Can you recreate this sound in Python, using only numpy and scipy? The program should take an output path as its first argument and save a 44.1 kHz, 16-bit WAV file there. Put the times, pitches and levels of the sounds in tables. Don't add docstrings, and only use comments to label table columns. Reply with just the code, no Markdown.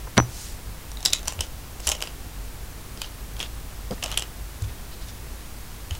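import sys
import numpy as np
from scipy import signal
from scipy.io import wavfile
from scipy.ndimage import uniform_filter1d

SR = 44100
rng = np.random.default_rng(int(sys.argv[2]) if len(sys.argv) > 2 else 0)


def ratio(d):
    e = np.asarray(d, float) / 20
    return 10 ** e


def dump_mix(stems):
    frames = np.atleast_2d(stems).T
    limited = np.clip(frames, -1, 1)
    pcm = np.round(limited * 32767).astype(np.int16)
    wavfile.write(sys.argv[1], SR, pcm)


N = 264159


def read(points, hz):
    points_hz, value = np.transpose(points)
    return np.interp(np.log(hz + 1), np.log(points_hz + 1), value)


def evened(x):
    return x / np.sqrt(np.mean(x ** 2) + 1e-20)


def add(mix, start_s, sound):
    part = mix[round(start_s * SR):][:len(sound)]
    part += sound[:len(part)]


def resonate(x, hz, width_hz):
    pole = np.exp((2j * hz - width_hz) * np.pi / SR)
    once = signal.lfilter([1], [1, -pole], x)
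    return signal.lfilter([1], [1, -pole], once).real


def decay(t, t60_s, rise_s):
    return ratio(-60 * t / t60_s) * (1 - np.exp(-t / rise_s))


def ring(level_db, hz, t60_s, rise_s=0.00015, turns=0.):
    t = np.arange(int(t60_s * SR) + 50) / SR
    return ratio(level_db) * decay(t, t60_s, rise_s) * np.sin(2 * np.pi * (hz * t + turns))


def room_floor():
    # hz, level_db
    background = [(12, -5), (28, -5), (95, -10), (169, -19), (551, -27), (900, -28), (3230, -34),
                  (15200, -37)]
    boom_hz, boom_width_hz, boom_db = 50.23, 5.4, 11.5
    frames = N // 2048 + 5
    hz = np.fft.rfftfreq(8192, 1 / SR)
    real, imaginary = rng.standard_normal((frames, 4097, 2)).T
    standing_wave_db = boom_db * np.exp(-((hz - boom_hz) / boom_width_hz) ** 2)
    shape_db = read(background, hz) + standing_wave_db
    spectrum = (real + 1j * imaginary) * ratio(shape_db)[:, None]
    noise = signal.istft(spectrum, nperseg=8192, noverlap=6144)[1][:N]
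    return ratio(-36) * evened(noise)


def brushes():
    # start_s, length_s, level_db, centre_hz, width_hz
    strokes = [(0.222, 0.4, -40.5, 6000, 7500), (0.065, 0.021, -38, 686, 900), (1.05, .17, -56, 5000, 5000),
               (1.247, 0.093, -41, 3500, 4000), (1.383, 0.089, -45, 3000, 3500),
               (1.797, 0.13, -41, 5000, 6100), (2.0, 0.092, -56, 3500, 3500),
               (2.963, 0.15, -44, 4030, 4000), (3.36, 0.13, -39.5, 3000, 4020),
               (0.1666, 0.011, -23.5, 1950, 4130), (3.903, 0.044, -30.5, 250, 900),
               (3.906, 0.057, -45, 3500, 6000), (3.978, 0.0076, -40, 2000, 2500),
               (1.85, 0.085, -35.5, 640, 700), (4.014, 0.069, -36, 700, 900),
               (4.08, 0.084, -42.5, 1000, 1200), (4.02, 0.2, -42.5, 2500, 4000),
               (4.616, .014, -39, 6500, 7000), (4.63, 0.026, -44, 3500, 5000),
               (4.678, .04, -48, 2000, 4000), (4.898, .07, -48, 4000, 2500),
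               (4.989, 0.072, -48.5, 3960, 2500), (5.059, 0.066, -44.5, 4500, 5000),
               (5.897, 0.1, -48, 3000, 5140)]
    out = np.zeros(N)
    grain_db = 4.5 * uniform_filter1d(rng.exponential(1, N), 8)
    grains = rng.standard_normal(N) * ratio(grain_db)
    for start_s, length_s, level_db, centre_hz, width_hz in strokes:
        stroke = grains[round(start_s * SR):][:int(length_s * SR)]
        friction = evened(resonate(stroke, centre_hz, width_hz))
        add(out, start_s, ratio(level_db) * friction * np.hanning(len(stroke)))
    return out


def camera_knock():
    # start_s, level_db, pitch_hz, t60_s, direction (-1 in, 1 out)
    contacts = [
        (0.17, -25, 1500, 0.011, 1),
        (.178, -3, 2140, 0.0069, -1),
        (0.1787, 8, 3840, 0.0013, -1),
        (.179, 5, 860, 0.0022, -1),
        (0.1814, 7.5, 890, 0.0016, 1),
        (0.1844, 4, 1310, 0.0026, 1),
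        (0.1906, 0, 880, 0.0058, 1),
        (0.2008, 1.5, 1230, 0.0029, 1),
        (0.2242, -26, 800, 0.013, 1),
    ]
    # level_db, pitch_hz, t60_s
    spring = (-17.5, 5925, 0.14)
    out = np.zeros(N)
    for start_s, level_db, hz, t60_s, direction in contacts:
        rise_s = 0.15 / hz
        add(out, start_s, direction * ring(level_db, hz, t60_s, rise_s, turns=0.033))
    add(out, 0.1792, ring(*spring))
    return out


def thuds():
    # start_s, level_db, pitch_hz, t60_s, rise_s
    blows = [(0.1711, -11.5, 120.5, 0.29, 0.0025), (0.178, 0, 212, 0.033, 0.00085),
             (.2, -8.5, 303, 0.026, 0.0014), (0.209, -18, 68, 0.11, 0.0017),
             (1.257, -22.5, 60, 0.26, 0.021), (1.385, -17, 80, 0.13, 0.0079),
             (1.857, -20.5, 69, 0.21, 0.011), (3.91, -20.5, 193, 0.08, 0.0015),
             (3.907, -23.5, 507, 0.09, 0.00065), (.178, -12.5, 376, 0.058, 0.00092),
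             (.181, -14, 553, .03, 0.00067), (4.06, -26.5, 585, 0.038, 0.0016),
             (4.6208, -18.5, 98.7, 0.23, 0.0028), (4.617, -22, 62, 0.4, 0.0083),
             (5.914, -13, 80, 0.1, 0.0082)]
    out = np.zeros(N)
    for start_s, *mode in blows:
        add(out, start_s, ring(*mode))
    return out


def click(shell_db, shell_hz, gear_db, gear_hz, hollow_db, noise, turns):
    t = np.arange(400) / SR

    def dying(t60_s):
        return decay(t, t60_s, 0.00039)

    def tone(hz, start_turns):
        return np.sin(2 * np.pi * (hz * t + start_turns))

    shell = 1.31 * tone(shell_hz, turns[0]) * dying(0.0072)
    shell += 0.23 * evened(resonate(noise[0], 3150, 2300)) * dying(0.022)
    pin = 0.17 * tone(9800, turns[0]) * dying(0.0093)
    crack = 0.62 * evened(resonate(noise[1], 6830, 6100)) * (0.67 * dying(0.011) + 1.24 * dying(0.0029))
    gear = 0.59 * tone(gear_hz, turns[1]) * dying(0.012) + pin + crack
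    hollow = 0.4 * evened(resonate(noise[2], 670, 1220)) * dying(0.022)
    return 1.3 * (ratio(shell_db) * shell + ratio(gear_db) * gear + ratio(hollow_db) * hollow)


def clockwork_mouse():
    # start_s, shell_db, gear_db, gear_hz
    winding = [(.9169, -36, -29.5, 5640), (.9712, -26, -33, 6760), (1.0056, -33, -31, 5470),
               (1.0284, -29, -27, 5450), (1.0511, -20, -11, 7140), (1.0532, -22, -7, 5650),
               (1.0592, -6.5, -5, 4800), (1.067, -28, -21, 6440), (1.0741, -23, -25, 7060),
               (1.0827, -22, -30, 5080), (1.1032, -30, -25, 5380), (1.1259, -20, -34, 6980),
               (1.132, -25, -8.5, 5030), (1.134, -6.5, -6, 7250), (1.1498, -34, -24, 6960)]
    # start_s, shell_db, gear_db, gear_hz
    gripping = [(1.23, -42, -30, 6300), (1.2558, -39, -31, 5560), (1.2748, -27, -21, 6000),
                (1.2792, -19.5, -18.5, 7900), (1.2813, -19, -10.5, 5900), (1.2943, -33, -40, 5960),
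                (1.3234, -28, -25.5, 7500), (1.3913, -23, -39, 6870), (1.4068, -17, -14.5, 5200),
                (1.4086, -16, -12, 5560), (1.799, -34, -43, 5100), (1.8025, -42, -27.5, 5100),
                (1.8706, -35, -11.5, 9800), (1.874, -13, -8, 5720), (1.8817, -15, -17, 7190),
                (1.89, -23, -7.5, 6220), (1.898, -22, -13, 7190), (1.9058, -36, -23, 5990),
                (1.9161, -24, -15, 6860), (1.9179, -11.5, -10.5, 6450), (1.9239, -19, -25, 5450),
                (1.951, -25, -25, 5530), (2.006, -26.5, -27, 6030), (2.017, -33, -24, 6240),
                (2.0237, -14, -14, 4880), (2.0377, -33, -28, 5700), (2.0545, -36, -35, 5210),
                (2.0733, -23, -28.5, 4970)]
    # start_s, shell_db, gear_db, gear_hz
    nudging = [(2.9744, -33, -31, 4900), (3.0175, -16.5, -15, 4800), (3.0445, -27, -38, 4800),
               (3.3671, -31, -37, 4840), (3.3939, -38, -26, 6030), (3.4026, -15, -26, 5210),
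               (3.4099, -22, -25, 5500), (3.413, -36, -29, 5240), (3.4283, -20.5, -23, 6870),
               (3.9098, -33, -27, 5040), (4.0255, -26, -28, 5200), (4.0278, -17.5, -25, 7000),
               (4.037, -28, -16, 6400), (4.0406, -15.5, -17, 5370), (4.0604, -21, -24.5, 4800),
               (4.0798, -30, -32, 8250), (4.1038, -32, -31, 5210), (4.116, -21, -21.5, 8800),
               (4.1243, -20, -26, 6370), (4.1424, -21.5, -31, 6760), (4.1741, -9, -19, 5870),
               (4.1756, -11.5, -10, 10000), (4.187, -27, -25, 5210), (4.195, -24, -21, 7580),
               (4.2224, -20, -20.5, 5200), (5.909, -21.5, -27.5, 6570), (5.9505, -37, -31, 5540),
               (5.9525, -32, -33, 5500)]
    # shell_hz, spread_share, hollow_db (knock of a full-scale click)
    holds = [
        (3760, 0.066, -22.5),
        (2950, 0.071, -18.5),
        (3000, 0.087, -19.5),
    ]
    rattle_db, rattle_fade_db, rattle_s = -16, -7.5, 0.06
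    rattle_low_hz, rattle_high_hz = 4800, 7200
    hollow_slope = 0.41
    out = np.zeros(N)
    for rows, (shell_hz, spread, full_hollow_db) in zip([winding, gripping, nudging], holds):
        noise = rng.standard_normal((len(rows), 4, 3, 400))
        chance = rng.random((len(rows), 4, 6))
        for (start_s, shell_db, gear_db, gear_hz), hiss, draws in zip(rows, noise, chance):
            click_hollow_db = full_hollow_db + hollow_slope * max(shell_db, gear_db)
            for k, (late, detune, pitch, soft, *turns) in enumerate(draws):
                delay_s, drop_db, hz = 0, 0, gear_hz
                if k > 0:
                    delay_s = rattle_s * late
                    drop_db = rattle_db + rattle_fade_db * (late + soft)
                    hz = rattle_low_hz + pitch * (rattle_high_hz - rattle_low_hz)
                detuned_hz = shell_hz * (1 + spread * (2 * detune - 1))
                tick = click(shell_db + drop_db, detuned_hz, gear_db + drop_db, hz,
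                             click_hollow_db + drop_db, hiss[k], turns)
                add(out, start_s - 0.0002 + delay_s, tick)
    return out


def room(x):
    # hz, t60_s
    absorption = [(500, 0.45), (3000, 0.18), (7000, 0.15), (13000, 0.051)]
    taps = np.zeros(SR // 2)
    at = np.arange(300, SR // 2 - 20, 20)
    taps[at + rng.integers(0, 20, len(at))] = rng.choice([-1., 1.], len(at))
    hz, t, spectrum = signal.stft(taps, SR, nperseg=256)
    fading = ratio(-60 * t / read(absorption, hz)[:, None])
    tail = signal.istft(spectrum * fading, SR, nperseg=256)[1]
    return signal.fftconvolve(x, tail / np.linalg.norm(tail))[:N]


def channel_hiss(hiss):
    # hz, level_db (under the common background)
    apart = [(40, -40.5), (300, -32.5), (700, -30), (1500, -34), (3000, -34.5), (6000, -34.5),
             (10000, -22.5), (14000, -23)]
    patch_db = 5
    hz, t, spectrum = signal.stft(hiss, SR, nperseg=1024)
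    patches = uniform_filter1d(rng.standard_normal(spectrum.shape), size=30, axis=0)
    patches = evened(uniform_filter1d(patches, size=3, axis=1))
    level_db = read(apart, hz)[:, None] + patch_db * patches
    phases = np.exp(2j * np.pi * rng.random(spectrum.shape))
    return signal.istft(spectrum * ratio(level_db) * phases, SR, nperseg=1024)[1][:N]


def scene():
    hiss = room_floor()
    strokes = brushes()
    body = camera_knock() + thuds()
    clicks = clockwork_mouse()
    reverberant = room(ratio(-13.0) * clicks + ratio(-30.5) * body)
    mono = clicks + body + strokes + hiss + reverberant
    side = channel_hiss(hiss)
    return np.array([mono + side, mono - side])


def top_cut(x):
    return signal.sosfilt(signal.butter(12, 16670, fs=SR, output="sos"), x)


def record(dry):
    edge_hz, top_hz, shelf_db = 15850, 16650, -40
    low = signal.firwin(511, edge_hz, window=("kaiser", 9), fs=SR)
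    top = signal.firwin(511, top_hz, window=("kaiser", 9), fs=SR)
    input_filter = low + ratio(shelf_db) * (top - low)
    band = signal.oaconvolve(np.clip(dry, -1, 1), input_filter[None], "same")
    return top_cut(band)


dry = scene()
out = record(dry)
dump_mix(out)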